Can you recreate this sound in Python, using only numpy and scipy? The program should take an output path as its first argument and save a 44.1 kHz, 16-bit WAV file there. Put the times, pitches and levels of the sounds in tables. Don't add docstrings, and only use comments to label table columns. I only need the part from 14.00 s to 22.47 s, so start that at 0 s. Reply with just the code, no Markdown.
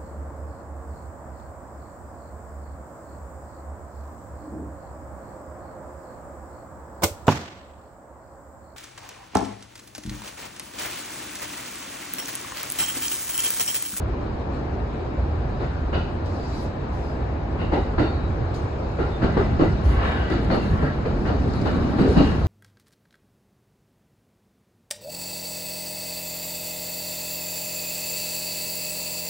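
import sys
import numpy as np
from scipy import signal
from scipy.io import wavfile
from scipy.ndimage import uniform_filter1d

SR = 44100
rng = np.random.default_rng(int(sys.argv[2]) if len(sys.argv) > 2 else 0)


def waveform_to_disk(signal):
    frames = np.transpose(np.atleast_2d(signal))
    scaled = np.clip(frames, -1, 1) * 32767
    samples = np.round(scaled).astype(np.int16)
    wavfile.write(sys.argv[1], SR, samples)


N = 373527
FLOOR_HZ = 7000


def gain_of(db):
    return 10 ** (np.asarray(db) / 20)


def evened(x):
    return x / np.sqrt(np.mean(x ** 2) + 1e-20)


def read(points, hz):
    point_hz, value = np.transpose(points)
    return np.interp(np.log(hz + 1), np.log(point_hz + 1), value)


def curve(rows, order):
    rows = np.array(rows)
    return gain_of(np.interp(np.arange(N) / SR, rows[:, 0], rows[:, order], left=-120))


# hz, left_right_likeness
EAR_LIKENESS = [(60, 1), (130, 0.95), (270, 0.92), (520, 0.34), (850, 0.34), (1500, 0.08), (2200, 0.05),
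                (3700, 0.053), (5300, 0.3), (6800, 0.77), (8300, 1), (12000, 1)]
# hz, left_minus_right_db
EAR_BALANCE = [(60, -0.5), (130, -2.5), (270, 0.0), (560, 0.5), (1180, 3.5), (2470, 4), (5200, 0)]
# hz, right_against_left_rad
EAR_PHASE = [(150, 0), (420, -.4), (700, -.8), (1000, 1.4), (1500, 2.1), (2900, 3.8), (4200, 6.3),
             (5300, 9.4), (7200, 12.6), (9100, 15.7), (11200, 18.9), (13300, 22), (15300, 25.1)]


def noise(spectrum, patchy_db, modes=(), size=1024):
    hop = size // 2
    hz = np.fft.rfftfreq(size, 1 / SR)
    a, b, c, d, patches = rng.standard_normal((N // hop + 5, len(hz), 5)).T
    patches = uniform_filter1d(patches, size=8, axis=0)
    patches = evened(uniform_filter1d(patches, size=5, axis=1))
    power = gain_of(2 * read(spectrum, hz))
    for mode_hz, width_hz, db in modes:
        power = power + gain_of(2 * db) / (1 + (2 * (hz - mode_hz) / width_hz) ** 2) ** 2

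    same = np.clip(read(EAR_LIKENESS, hz), -1, 1)[:, None]
    turn = np.exp(1j * read(EAR_PHASE, hz))[:, None]
    balance = gain_of(read(EAR_BALANCE, hz) / 2)[:, None]
    left, other = a + 1j * b, c + 1j * d
    right = same * turn * left + np.sqrt(1 - same ** 2) * other
    bins = np.array([left * balance, right / balance])
    bins *= np.sqrt(power)[:, None] * gain_of(patchy_db * patches)
    x = signal.istft(bins, window="cosine", nperseg=size, noverlap=size - hop)[1][:, :N]
    return x / np.sqrt(np.mean(x.mean(0) ** 2))


def shaking(size, apart):
    both, sideways = rng.standard_normal((2, size))
    return both + apart * sideways * np.array([[1], [-1]])


def resonate(x, hz, width_hz):
    turn = np.exp(2j * np.pi * np.cumsum(hz * np.ones(x.shape[-1])) / SR)
    r = np.exp(-np.pi * width_hz / SR)
    smoothed = signal.lfilter([1], np.convolve([1, -r], [1, -r]), x / turn)
    return (turn * smoothed).real


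def burst(t, rise_s, hold_until_s, t60_s):
    return np.clip(t / rise_s, 0, 1) * gain_of(-60 * np.clip(t - hold_until_s, 0, None) / t60_s)


def add(mix, start_s, sound):
    part = mix[..., round(start_s * SR):][..., :sound.shape[-1]]
    part += sound[..., :part.shape[-1]]


# hz, density_db_per_hz
BOOM_SPECTRUM = [(12, -43.5), (20, -23.5), (39, -2), (59, 13.5), (166, -3.5), (199, -48.5), (260, -5),
                 (340, -50), (570, -120)]
# time_s, level_db
BOOM_LEVEL = [(0.0, -27.5), (1.18, -29.5), (1.5, -27), (1.98, -24), (2.1, -28.5), (2.62, -31), (3.04, -28),
              (3.89, -25.5), (4.25, -25), (4.62, -29), (5.1, -28), (5.38, -24), (5.8, -21), (6.25, -26),
              (6.8, -23.5), (7.15, -30.5), (7.43, -26), (8.0, -26.5), (8.19, -20.5), (8.47, -27)]
# hz, density_db_per_hz
ROAR_SPECTRUM = [(71, -7), (120, 4.5), (134, -5), (160, 1), (188, -17.5), (221, 0), (287, -8.5),
                 (306, -3.5), (496, -7.5), (546, -8), (766, -10.5), (1740, -22.5), (2080, -28.5),
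                 (2330, -27.5), (5650, -49.5), (7340, -69), (12400, -120)]
# time_s, level_db
ROAR_LEVEL = [(0, -31), (3.4, -31), (4.2, -29.5), (4.9, -30.5), (5.4, -29.5), (6.6, -30.5), (7.2, -29.5),
              (7.8, -28), (8.47, -29.5)]
# time_s, level_db, centre_hz
FRAME_SHUDDER = [(5.1, -63, 158.5), (5.23, -28, 177), (5.52, -26.5, 145), (5.7, -27.5, 199),
                 (6.0, -41.5, 134), (6.2, -49, 143.5), (6.38, -28.5, 199), (6.7, -25.5, 163),
                 (7.0, -33, 145), (7.35, -26.5, 218), (7.52, -26, 162), (7.82, -23.5, 227),
                 (8.1, -26.5, 175), (8.22, -21.5, 202), (8.35, -24, 153), (8.47, -30, 141)]


def rolling():
    boom = curve(BOOM_LEVEL, order=1) * noise(BOOM_SPECTRUM, patchy_db=1.1, size=4096)
    roar = curve(ROAR_LEVEL, order=1) * noise(ROAR_SPECTRUM, patchy_db=1.0)

    time_s, _, centre_hz = np.transpose(FRAME_SHUDDER)
    glide_hz = np.interp(np.arange(N) / SR, time_s, centre_hz)
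    frame = resonate(shaking(N, apart=.3), glide_hz, width_hz=210)
    frame = signal.sosfilt(signal.butter(4, FLOOR_HZ / 2, fs=SR, output="sos"), frame)
    return boom + roar + curve(FRAME_SHUDDER, order=1) * evened(frame)


# hz, density_db_per_hz
HISS_SPECTRUM = [(2800, -28.5), (3800, 9), (4800, 3), (6000, -4), (7200, -8.5), (8300, -12.5), (9300, -22),
                 (10300, -33.5), (11000, -50.5)]
# time_s, level_db
HISS_LEVEL = [(0, -62), (1.2, -61.5), (3.4, -62.5), (4.5, -60.5), (5.1, -58), (6.2, -56.5), (7.0, -59.5),
              (7.6, -53), (8.47, -53)]
# hz, density_db_per_hz
PUFF_SPECTRUM = [(2800, -13), (4000, 1), (5500, -4.5), (7200, -11), (8500, -14), (9800, -26), (11000, -49)]
# start_s, peak_db, rise_s, hold_until_s (after start), t60_s, top_band_peak_db
HISS_PUFFS = [(.5, -60.5, 0.05, 0.062, .3, -81), (2.245, -58.5, 0.012, 0.16, 0.98, -77),
              (2.4, -55, 0.15, .26, 0.26, -70), (2.9, -61.5, 0.031, .17, 1.2, -75),
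              (4.538, -52, 0.003, 0.025, 0.47, -70), (4.77, -76, .04, .06, 1.1, -93),
              (5.82, -55.5, 0.037, 0.091, 0.62, -62), (6.02, -57.5, 0.019, 0.073, 1.5, -73),
              (6.29, -64, 0.023, 0.035, 0.34, -72), (6.41, -73, .03, 0.032, 0.23, -66),
              (6.61, -59, 0.017, .035, 2.5, -69), (7.16, -61, .03, .04, .5, -72),
              (7.52, -61, 0.016, 0.11, 1, -73), (8.05, -51.5, 0.038, 0.21, 0.49, -67)]
# hz, density_db_per_hz
TOP_BAND_SPECTRUM = [(7500, -28), (9300, 12), (10300, 13), (11200, 12), (12300, 4.5), (13400, 1.5),
                     (14400, -14), (15500, -21.5)]
GAP_HISS_DB, GAP_HISS_T60_S = -18, 1
TOP_BAND_DB, TOP_BAND_PIVOT_DB, TOP_BAND_STEEP = -81.5, -58.5, 1.6


def hiss():
    t = np.arange(SR // 2) / SR
    bed_power = curve(HISS_LEVEL, order=1) ** 2
    for start_s, *_, clang_db, length_s, _, _ in GAP_BLOWS:
        stirred = burst(t, 0.014, length_s, GAP_HISS_T60_S)
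        add(bed_power, start_s, (gain_of(clang_db + GAP_HISS_DB) * stirred) ** 2)

    puffs = np.zeros(N)
    bed_over_pivot = bed_power / gain_of(2 * TOP_BAND_PIVOT_DB)
    top_power = gain_of(2 * TOP_BAND_DB) * bed_over_pivot ** TOP_BAND_STEEP
    for start_s, peak_db, rise_s, hold_until_s, t60_s, top_band_peak_db in HISS_PUFFS:
        puff = burst(t, rise_s, hold_until_s, t60_s)
        add(puffs, start_s, gain_of(peak_db) * puff)
        add(top_power, start_s, (gain_of(top_band_peak_db) * puff ** TOP_BAND_STEEP) ** 2)

    out = np.sqrt(bed_power) * noise(HISS_SPECTRUM, patchy_db=2.0, size=512)
    out += puffs * noise(PUFF_SPECTRUM, patchy_db=2.0, size=512)
    return out + np.sqrt(top_power) * noise(TOP_BAND_SPECTRUM, patchy_db=4.0, size=512)


# start_s, peak_db, t60_s
TICK_EVENTS = [(2.258, -51, 0.045), (4.544, -50.5, 0.13), (6.3, -47, .05), (6.447, -52, 0.033),
               (7.536, -45, 0.038), (7.614, -44.5, .05)]
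# hz, density_db_per_hz
TICK_SPECTRUM = [(2500, -19), (3500, -1), (4700, 5), (6000, -8.5), (7200, -7.5), (8500, -16), (11000, -22),
                 (13000, -50)]


def ticks():
    level, t = np.zeros(N), np.arange(SR // 8) / SR
    for start_s, peak_db, t60_s in TICK_EVENTS:
        add(level, start_s, gain_of(peak_db) * burst(t, .001, 0.001, t60_s))
    return level * noise(TICK_SPECTRUM, patchy_db=-0.5, size=256)


# start_s, length_s, first_hz, last_hz, rms_db
WHISTLES = [(2.28, .44, 4760, 4690, -55), (2.42, .26, 3950, 3960, -59), (2.5, .17, 5550, 5570, -62),
            (3.0, .19, 4990, 4950, -60), (3.71, .16, 3900, 3850, -52), (3.96, .16, 2790, 2800, -46),
            (3.96, .2, 3660, 3680, -49), (3.98, .26, 4450, 4400, -54), (4.1, .24, 3870, 3880, -54),
            (5.09, .11, 3570, 3630, -52), (5.25, .3, 2000, 2010, -45), (5.6, .13, 2000, 2010, -44),
            (5.62, .15, 1410, 1400, -42), (5.97, .07, 1060, 1075, -38), (5.95, .28, 1320, 1350, -38),
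            (5.96, .37, 1525, 1560, -38), (6.0, .22, 1725, 1700, -36), (6.0, .22, 3780, 3760, -51),
            (5.99, .36, 2900, 2870, -46), (5.88, .14, 2000, 2050, -45), (6.0, .2, 2300, 2250, -47),
            (6.22, .2, 1950, 1970, -43), (6.54, .16, 2700, 2760, -47), (6.7, .13, 1105, 1100, -38),
            (6.75, .2, 1360, 1320, -38), (6.74, .27, 1600, 1640, -40), (6.74, .24, 1760, 1780, -43),
            (6.82, .15, 1900, 1920, -45), (7.65, .25, 1120, 1110, -43), (8.02, .1, 1120, 1120, -40)]
WHISTLE_WIDTH_HZ = 110


def whistles():
    out = np.zeros((2, N))
    for start_s, length_s, first_hz, last_hz, rms_db in WHISTLES:
        size = round(length_s * SR)
        hz = np.linspace(first_hz, last_hz, size)
        rasp = evened(resonate(shaking(size, apart=1), hz, WHISTLE_WIDTH_HZ))
        waver_rad = np.cumsum(rng.standard_normal(size)) * .035
        ears_rad = np.array([[0], [np.pi / 2]])
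        tone = np.sin(2 * np.pi * np.cumsum(hz) / SR + waver_rad + ears_rad)
        whistle = evened(.75 * rasp + tone)
        add(out, start_s, gain_of(rms_db) * whistle * signal.windows.tukey(size, .8))
    return out


# peak_s, peak_db, swell_db_per_s, fade_db_per_s
FLANGE_RUBS = [(5.3, -44.5, 81, 39), (5.45, -40.5, 38, 68), (5.93, -40.5, 92, 37), (6.051, -27, 87, 37),
               (6.74, -42, 65, 39), (6.87, -44, 38, 59), (7.75, -42.5, 57, 35), (8.3, -33, 26, 70)]
# hz, density_db_per_hz
RUB_SPECTRUM = [(500, 1.5), (900, -0.5), (1600, -5.5), (2400, -13), (3000, -14), (3800, -20), (4700, -25.5),
                (6000, -52), (9000, -75.5)]
# hz, width_hz, level_db
RAIL_MODES = [(1100, 60, 0), (1350, 45, 1), (1550, 40, 1), (1710, 35, 1), (1950, 60, -4), (2300, 70, -12),
              (2880, 90, -10), (3780, 80, -17), (4600, 80, -23)]


def flanges():
    t = np.arange(N) / SR
    bearing = np.zeros(N)
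    for peak_s, peak_db, swell_db_per_s, fade_db_per_s in FLANGE_RUBS:
        drop_db = np.maximum(swell_db_per_s * (peak_s - t), fade_db_per_s * (t - peak_s))
        bearing += gain_of(peak_db - drop_db)
    return bearing * noise(RUB_SPECTRUM, patchy_db=2.0, modes=RAIL_MODES, size=2048)


# start_s, peak_db, pitch_hz, t60_s
FLOOR_JOLTS = [(1.18, -18.5, 68.6, 0.096), (1.618, -28, 55.7, 0.19), (1.948, -21, 72, 0.11),
               (2.219, -22.5, 87, 0.64), (4.635, -19.5, 95, 0.074), (5.38, -20, 80, 0.13),
               (5.497, -19.5, 110, 0.19), (5.661, -18, 90, 0.24), (5.852, -12, 59, 0.55),
               (5.971, -10.5, 54.7, 0.21), (6.2, -15.5, 58, 0.21), (6.351, -29, 51, 0.67),
               (6.469, -20, 92.6, 0.44), (6.713, -20.5, 132, 0.13), (6.825, -19, 139.7, 0.31),
               (7.134, -18, 40.6, 0.27), (8.079, -10, 66.4, 0.073), (8.171, -12.5, 149, 0.16),
               (8.43, -16.5, 77.3, 0.68)]


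def thuds():
    out, t = np.zeros(N), np.arange(SR // 2) / SR
    for start_s, peak_db, pitch_hz, t60_s in FLOOR_JOLTS:
        cycles = pitch_hz * t + 0.38 * (1 - np.exp(-t / 0.045))
        swing = np.sin(2 * np.pi * cycles)
        add(out, start_s, gain_of(peak_db) * swing * burst(t, 0.0071, 0.021, t60_s))
    return out


# start_s, knock_peak_db, knock_hz, knock_width_hz, clatter_db, clang_db,
# length_s, ring_db, ring_tilt_db_per_octave
GAP_BLOWS = [(1.596, -30, 390, 120, -31.5, -42, 0.045, -41, -3),
             (1.924, -40, 302, 120, -27.5, -41, 0.051, -33.5, -1),
             (3.584, -22.5, 194, 121, -33.5, -45, 0.071, -39, -3.5),
             (3.717, -16.5, 353, 130, -23.5, -38.5, 0.061, -32, -6.5),
             (3.977, -15, 318, 130, -21.5, -38, 0.044, -28.5, -4),
             (4.984, -17, 397, 129, -31, -43, 0.038, -31.5, -4.5),
             (5.214, -17.5, 330, 198, -24, -38, 0.038, -30.5, -4),
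             (5.365, -13, 382, 149, -20.5, -36, 0.027, -37, -6),
             (5.59, -8, 328, 110, -19.5, -36, 0.041, -36, -1),
             (6.298, -17, 298, 120, -34, -39, 0.049, -33, -1.5),
             (6.498, -18.5, 221, 150, -19.5, -33.5, 0.046, -34, 3),
             (6.818, -20, 416, 120, -27, -43, 0.025, -50, 9),
             (7.051, -18, 454, 120, -27, -40.5, 0.012, -47, 2),
             (7.25, -25, 320, 150, -28.5, -39.5, 0.08, -38, -3),
             (7.65, -22, 267, 150, -25, -36.5, 0.022, -36, 1.5),
             (7.982, -11, 240, 171, -27.5, -37, 0.068, -39.5, 4),
             (8.043, -13.5, 394, 220, -50, -54, 0.065, -45, 5),
             (8.161, -9, 265, 148, -19.5, -38, 0.045, -31, 5)]
# hz, width_hz, level_db
WHEEL_MODES = [(795, 60, 4), (1394, 100, 4), (1580, 70, -2), (1985, 120, 1), (2310, 90, -6),
               (2660, 120, -5), (2820, 150, 1), (3660, 150, -5), (3880, 100, -7), (4430, 220, -5),
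               (4650, 130, -11)]
# hz, density_db_per_hz
CLATTER_SPECTRUM = [(250, 4.5), (450, 3), (800, -0.5), (1300, -11), (2000, -31.5), (4000, -57.5),
                    (9000, -81)]
# hz, density_db_per_hz
CLANG_SPECTRUM = [(700, -17), (1300, 3.5), (1900, -2), (2400, -11), (2900, -12), (3300, -17.5), (4500, -16),
                  (6000, -48.5), (12000, -81), (13500, -73.5)]
RING_T60_S, RING_SMEAR = .6, 1.7


def wheel_ring(size, tilt_db):
    shake = shaking(size, apart=1)
    ring = np.zeros((2, size))
    for hz, width_hz, db in WHEEL_MODES:
        favour, detune = rng.standard_normal(2)
        mode = evened(resonate(shake, hz * (1 + .015 * detune), RING_SMEAR * width_hz))
        ring += gain_of(db + 3 * favour + tilt_db * np.log2(hz / 2000)) * mode
    return evened(ring)


def gaps():
    out, t = np.zeros((2, N)), np.arange(SR // 4) / SR
    clatter, clang = np.zeros((2, N))
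    end_fade = np.clip((t[-1] - t) / 0.046, 0, 1)
    for start_s, knock_db, hz, width_hz, clatter_db, clang_db, length_s, ring_db, tilt_db in GAP_BLOWS:
        knock = resonate(shaking(len(t), apart=0.32), hz, width_hz)
        knock = knock * burst(t, 0.0089, length_s, 0.23)
        add(out, start_s, gain_of(knock_db) * knock / abs(knock.mean(0)).max())
        add(clatter, start_s, gain_of(clatter_db) * burst(t, 0.0079, length_s, 0.27))
        add(clang, start_s, gain_of(clang_db) * burst(t, 0.0046, length_s / 2, 0.46))
        ring = wheel_ring(len(t), tilt_db) * burst(t, 0.025, length_s / 2, RING_T60_S)
        add(out, start_s, gain_of(ring_db) * ring * end_fade)

    chatter = gain_of(1.5 * evened(uniform_filter1d(rng.standard_normal(N), size=300)))
    loose = clatter * noise(CLATTER_SPECTRUM, patchy_db=2.)
    loose = loose + clang * noise(CLANG_SPECTRUM, patchy_db=2.5, size=512)
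    floor = signal.butter(8, FLOOR_HZ, fs=SR, output="sos")
    return signal.sosfilt(floor, out + chatter * loose)


def scene():
    return rolling() + hiss() + ticks() + whistles() + flanges() + thuds() + gaps()


EDGE_HZ = 15700


def record(dry):
    lowpass = signal.firwin(511, EDGE_HZ, window=("kaiser", 9), fs=SR)
    return signal.oaconvolve(dry, lowpass[None], "same")


dry = scene()
out = record(dry)
waveform_to_disk(out)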